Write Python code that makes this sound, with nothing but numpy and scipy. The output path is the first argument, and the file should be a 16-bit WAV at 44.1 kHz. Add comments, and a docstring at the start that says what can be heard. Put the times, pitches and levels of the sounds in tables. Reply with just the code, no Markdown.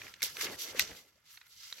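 """Paper notes are thumbed apart, flicked and laid down on a desk under a two-port phone microphone.
From the start paper slides on paper as a grainy hiss, made of noise and tiny clicks that ring in the sheets.
Flexing sheets and hands puff low air with small crumples, over a faint steady noise floor.
Creases soon snap as short ringing bursts, loudest near 0.23 s and 0.79 s, and a quiet room rings on.
From 0.38 s bending sheets also pop in short low tones; after 1 s it calms, then stirs again at the end."""
import sys
import numpy as np
from scipy import signal
from scipy.fft import rfft, irfft
from scipy.io import wavfile
from scipy.ndimage import uniform_filter1d

SR = 44100
rng = np.random.default_rng(int(sys.argv[2]) if len(sys.argv) > 2 else 0)


def invert_db(x):
    """Field ratio 10**(x/20) for x, a level in decibels (scalar or array-like)."""
    u = np.asarray(x, float) / 20
    return 10 ** u


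def wav_out(sig):
    """Save sig, one row per channel (or a flat mono array), as 16-bit PCM at SR to the path in sys.argv[1]."""
    wavfile.write(sys.argv[1], SR, np.round(np.clip(np.atleast_2d(sig).T, -1, 1) * 32767).astype(np.int16))


N = 79380
HZ = np.fft.rfftfreq(N, 1 / SR) + 1  # kept above zero so that its logarithm exists

# how strongly sheets and hands flap: t/s, level from 160 to 1100 Hz/dB, bass above that level/dB
FLAP_CURVE = [(0, -57.5, -4.5), (0.1, -66.5, -6.5), (0.212, -82, 7), (0.235, -58, -12), (0.3, -71.5, 2),
              (0.4, -58.5, -17), (0.46, -52, -11.5), (0.5, -47, -13.5), (0.55, -55, -3.5),
              (0.6, -61.5, -14.5), (0.7, -59.5, -10), (0.75, -52.5, -17), (0.82, -50.5, -7),
              (0.86, -61, -12), (0.91, -54.5, -4), (0.96, -62.5, -12), (1.08, -80, -3), (1.18, -86.5, 6),
              (1.3, -89.5, 5.5), (1.7, -85.5, 4), (1.8, -68, -14)]
# tone colour of paper over the desk: f/Hz, level/dB
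PAPER_COLOUR = [(700, -14), (1000, -3), (1400, -1.5), (2100, -4), (2900, 2.5), (4600, 1), (5900, -3),
                (7000, -0.5), (7600, -6), (9000, -3), (10300, -6), (12000, -2), (13600, -4), (15700, -10.5)]


def rms_one(x):
    """Scale each row to an average strength (rms) of 1."""
    return x / np.sqrt(np.mean(x ** 2, axis=-1, keepdims=True) + 1e-20)


def in_time(rows):
    """Read the columns of a time table at every sample, with straight lines between its rows."""
    s, *columns = np.transpose(rows)
    return [np.interp(np.arange(N) / SR, s, c) for c in columns]


def at_hz(points, hz):
    """Read a frequency table on a logarithmic pitch axis."""
    table_hz, values = np.transpose(points)
    return np.interp(np.log(hz), np.log(table_hz), values)


def drift(rate):
    """Random wandering of spread 1: noise smoothed twice so that little stays above rate (Hz)."""
    r = np.exp(-2 * np.pi * rate / SR)
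    smooth = signal.lfilter([1], [1, -2 * r, r * r], rng.standard_normal(N + 8000))
    return rms_one(smooth[8000:])


def band(x, low, high):
    """Keep only the frequencies from low to high (Hz)."""
    return signal.sosfilt(signal.butter(3, [low, high], "band", fs=SR, output="sos"), x)


def colour(x, spectrum):
    """Raise and lower frequencies as a spectrum table says."""
    return irfft(rfft(x) * invert_db(at_hz(spectrum, HZ)), N)


def ring(x, hz, width):
    """A resonance at hz, width Hz wide: the narrower it is, the longer it rings."""
    r = np.exp(-np.pi * width / SR)
    return signal.lfilter([1, 0, -1], [1, -2 * r * np.cos(2 * np.pi * hz / SR), r * r], x)


def rub():
    """Fibres catch in dense small clicks over smooth friction noise; three ranges flicker and follow their levels."""
    # sliding paper: t/s, level from 3 to 8 kHz/dB, 0.7 to 3 kHz above that/dB, treble above that/dB
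    rub_curve = [(0, -51.5, -5, -9), (0.1, -57.5, -0.5, -4), (0.16, -60, -3, -7.5), (0.195, -68.5, 2, -5),
                 (0.216, -57.5, 1, -9), (0.235, -35.5, -11, 2), (0.28, -42, -8, -9),
                 (0.34, -51.5, -6, -1.5), (0.39, -47.5, -0.5, -2.5), (0.415, -36.5, -6, -5),
                 (0.445, -36, -10.5, -6), (0.48, -51, 4.5, -9.5), (0.535, -49, -6.5, -3.5),
                 (0.565, -56.5, -2.5, -3.5), (0.62, -39, -16.5, -3.5), (0.67, -48, -6, -4.5),
                 (0.7, -45, -7.5, -10.5), (0.74, -54, 1, -6), (0.788, -42, -6.5, -7.5),
                 (0.808, -29, -18, -12.5), (0.83, -39.5, -6.5, -12.5), (0.88, -49, -4, -11.5),
                 (0.97, -54, -9.5, -4.5), (1.05, -64, -9, -5), (1.18, -74.5, -0.5, -6.5),
                 (1.235, -79.5, -0.5, -3.5), (1.258, -62.5, -7.5, -7), (1.34, -59, -8.5, -1),
                 (1.455, -70, 2, -5), (1.47, -65.5, -4, 3), (1.53, -59, -13.5, -7), (1.65, -50, -12.5, -9),
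                 (1.8, -55.5, -7, -5.5)]
    grains_per_s, grain_spread_db, grain_db, flicker_db = 3100, 5, -7, 2
    level, low_db, treble_db = in_time(rub_curve)
    sizes = invert_db(grain_spread_db * np.minimum(rng.exponential(1, N), 5))
    caught = rng.random(N) < grains_per_s * invert_db(4 * drift(30)) / SR
    grains = rms_one(uniform_filter1d(sizes * caught, size=9))
    friction = rng.standard_normal((2, N)) * np.sqrt(1 + (invert_db(grain_db) * grains) ** 2)
    noise = sheet(colour(friction, PAPER_COLOUR))
    shared = drift(16.7)  # flicker common to all three ranges
    total = 0
    for low, high, db in [(700, 3000, low_db), (3000, 8000, 0), (8000, 16500, treble_db)]:
        flicker = flicker_db * (0.79 * shared + 0.61 * drift(65))
        total = total + invert_db(level + db + flicker) * rms_one(band(noise, low, high))
    return total


def sheet(x):
    """The sheets ring in narrow bands that swell and fade as they bend."""
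    # ringing of the sheets: f/Hz, level/dB
    sheet_rings = [(1370, 2), (1720, 2), (2065, 10.5), (4450, -1), (5060, 2.5), (5850, 9.5)]
    width_hz, ring_db, sway_db = 122, -5.5, 3.5
    rung = sum(invert_db(db + sway_db * drift(11.0)) * ring(x, hz, width_hz) for hz, db in sheet_rings)
    return rms_one(x) + invert_db(ring_db) * rms_one(rung)


def flap():
    """Lumpy low noise from sheets flexing and hands moving."""
    # tone colour of the flapping: f/Hz, level/dB
    flap_colour = [(30, -23), (50, -5), (100, -2), (160, -5), (300, 1), (480, 3.5), (700, -2), (1000, -6)]
    flicker_db = 2.5
    level, bass_db = in_time(FLAP_CURVE)
    noise = colour(rng.standard_normal((2, N)), flap_colour)
    flexing = invert_db(level + flicker_db * drift(30)) * rms_one(band(noise, 160, 1100))
    bass = invert_db(level + bass_db + flicker_db * drift(10)) * rms_one(band(noise, 25, 160))
    return flexing + bass


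def ticks():
    """Scattered small crumples, each a short ring between 700 and 3200 Hz, rise and fall with the flapping."""
    ticks_per_s, tick_db, spread_db = 200, -4.5, 6
    level, _ = in_time(FLAP_CURVE)
    sizes = invert_db(spread_db * np.minimum(rng.exponential(1, N), 3))
    clicks = (rng.random(N) < ticks_per_s / SR) * sizes
    # each click is dealt at random to one of six overlapping bands
    dealt, edges = rng.integers(0, 6, N), np.geomspace(700, 3200, 8)
    rung = sum(band(clicks * (dealt == k) + 1e-18, edges[k], edges[k + 2]) for k in range(6))
    return invert_db(level + tick_db) * rms_one(rung)


def noise_floor():
    """Faint steady noise, separate in the two views."""
    # tone colour of the floor: f/Hz, level/dB
    floor_colour = [(30, -23), (60, -2), (150, -11), (400, -20), (1200, -1), (15500, -39)]
    return invert_db(-83.5) * rms_one(colour(rng.standard_normal((2, N)), floor_colour))


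def snaps():
    """Each crease bursts in crackle, part broad, part ringing, with a low push; the desk throws the crackle back."""
    # snapping creases: t/s, strength/dB, ring f/Hz, length/s, top of the crackle f/Hz
    snap_list = [(0.0153, -33, 2300, 0.0039, 3400), (0.067, -35.5, 1960, 0.0018, 2900),
                 (0.08, -37.5, 2100, 0.0018, 2970), (0.139, -35.5, 3000, 0.0027, 8000),
                 (0.2062, -37.5, 2230, 0.001, 5000), (0.2202, -19.5, 2090, 0.0017, 13970),
                 (0.2223, -28.5, 2340, 0.0059, 14360), (0.2283, -14.5, 5470, 0.0023, 14900),
                 (0.257, -27, 4900, 0.0023, 8160), (0.3685, -26.5, 1800, 0.0018, 5380),
                 (0.395, -29, 1500, 0.00083, 3000), (0.411, -24.5, 2200, 0.00146, 7040),
                 (0.442, -30.5, 4360, 0.0046, 7000), (0.466, -32, 2650, 0.0026, 3430),
                 (0.468, -31, 2185, 0.0021, 3200), (0.498, -40, 1200, 0.0015, 3000),
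                 (0.54, -37.5, 1930, 0.0036, 3010), (0.794, -9, 1920, 0.0024, 14220),
                 (0.802, -25.5, 4340, 0.0026, 5200), (0.912, -39, 1946, 0.0047, 3500),
                 (1.3722, -41.5, 1390, 0.0046, 5530), (1.4118, -44.5, 1500, 0.0053, 5200),
                 (1.465, -52, 1410, 0.0057, 8000), (1.7257, -26.5, 3960, 0.0015, 6160),
                 (1.781, -46, 2400, 0.0074, 4500), (0.948, -47, 2000, 0.004, 6500)]
    ring_width_hz, broad_db, low_hz = 360, 1, 850
    tail_db, body_db = -17.5, -17.5  # after-crackle; low push of the sheet
    echo_s, echo_db = 0.0005, -6
    out, t = np.zeros((2, N + 2048)), np.arange(2048) / SR
    for s, db, hz, length, top_hz in snap_list:
        u = t / max(length, 5e-4)
        swell = np.sqrt(u) * (np.exp(-u ** 2) + invert_db(tail_db) * np.exp(-u / 2))
        burst = rng.standard_normal((2, 2048)) * swell
        broad = rms_one(band(burst, low_hz, min(top_hz, 0.45 * SR)))
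        both = rms_one(ring(burst, hz, ring_width_hz)) + invert_db(broad_db) * broad
        # a longer snap gets more energy, so that its strength stays alike
        scale = np.sqrt(length * SR / 2048) / 2
        i = int(s * SR)
        out[:, i:i + 2048] += invert_db(db) * both / np.std(both, 1, keepdims=True) * scale
    echo = invert_db(echo_db) * np.roll(out, int(echo_s * SR), axis=1)
    # keeping only the upward swings leaves a slow bulge: the push of the sheet
    body = band(np.abs(out) + out, 350, 1500)
    return colour((out + echo)[:, :N], PAPER_COLOUR) + invert_db(body_db) * body[:, :N]


def room(x):
    """Dense reflections, built octave by octave from fading noise, die faster in the treble."""
    # time to fade by 60 dB: f/Hz, time/s
    fade_times = [(500, 0.39), (14000, 0.31)]
    room_db = -21
    t, tail = np.arange(SR) / SR, 0
    for low in 100 * 2.0 ** np.arange(8):
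        octave = band(rng.standard_normal((2, SR)), low, min(2 * low, 17000))
        tail = tail + octave * invert_db(-60 * t / at_hz(fade_times, low))
    tail = tail * np.clip(t / 0.0018 - 1, 0, 1)  # silent for 1.8 ms, full at 3.6 ms
    tail = tail / np.sqrt(np.sum(tail ** 2) / 2)
    return invert_db(room_db) * signal.fftconvolve(x, tail, axes=1)[:, :N]


def pops():
    """A sheet pops as it bends over: a few cycles of low tone, swelling and dying."""
    # popping sheets: t/s, level (4 dB above the peak)/dB, f/Hz
    pop_list = [(0.383, -42, 440), (0.454, -38, 368), (0.469, -40, 467), (0.748, -33.5, 500),
                (0.915, -47, 486), (1.158, -64.5, 550), (1.176, -63, 620), (1.722, -57.5, 590)]
    cycles = 5.2  # four times the swelling time
    out, t = np.zeros(N + 4096), np.arange(4096) / SR
    for s, db, hz in pop_list:
        u = t * hz / cycles * 4
        i = int(s * SR)
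        out[i:i + 4096] += invert_db(db - 4.0) * u * np.exp(1 - u) * np.sin(2 * np.pi * hz * t)
    return out[:N]


def scene():
    """Two views of the same events, with snaps, pops and ticks weaker in the second; the ports mix them."""
    struck = snaps() * [[1], [0.6]] + (pops() + ticks()) * [[1], [0.3]]
    return rub() + flap() + struck + room(struck) + noise_floor()


def top_cut(x):
    """Nothing passes above the cut-off."""
    return signal.sosfilt(signal.butter(12, 16970, fs=SR, output="sos"), x)


def record(dry):
    """Two ports share the sound by frequency; in the treble their phases turn against each other."""
    # likeness of the two ports: f/Hz, likeness/0-1
    likeness = [(60, 0.87), (300, 0.92), (700, 0.46), (1050, 0.2), (2100, 0.79), (3100, 0.02), (4100, 0.05),
                (5000, 0.16), (5900, 0.22), (7900, 0), (8800, 0.99)]
    # balance of the ports: f/Hz, left over right/dB
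    balance = [(300, 0.5), (2400, -1), (3800, -1.2), (5500, -4), (8400, 0.5)]
    cutoff_hz, in_step_hz, turn_hz = 15900, 11900, 4900
    linger = 0.55  # how much the turning lingers where the ports are in step or opposed
    one, other = rfft(dry)
    alike = np.clip(at_hz(likeness, HZ), 0, 1)
    tilt = invert_db(at_hz(balance, HZ) / 2)
    # one full turn between the ports per turn_hz, starting at 7 kHz
    phase = 2 * np.pi * np.maximum((HZ - in_step_hz) / turn_hz, -1)
    turn = np.exp(0.5j * (phase - linger * np.sin(2 * phase)))
    mid = np.sqrt((1 + alike) / 2) * one
    side = np.sqrt((1 - alike) / 2) * other
    left, right = (mid + side) * tilt * turn, (mid - side) / tilt / turn
    ports = irfft(np.array([left, right]) * (HZ < cutoff_hz), N)
    return top_cut(ports)


dry = scene()
out = record(dry)
wav_out(out)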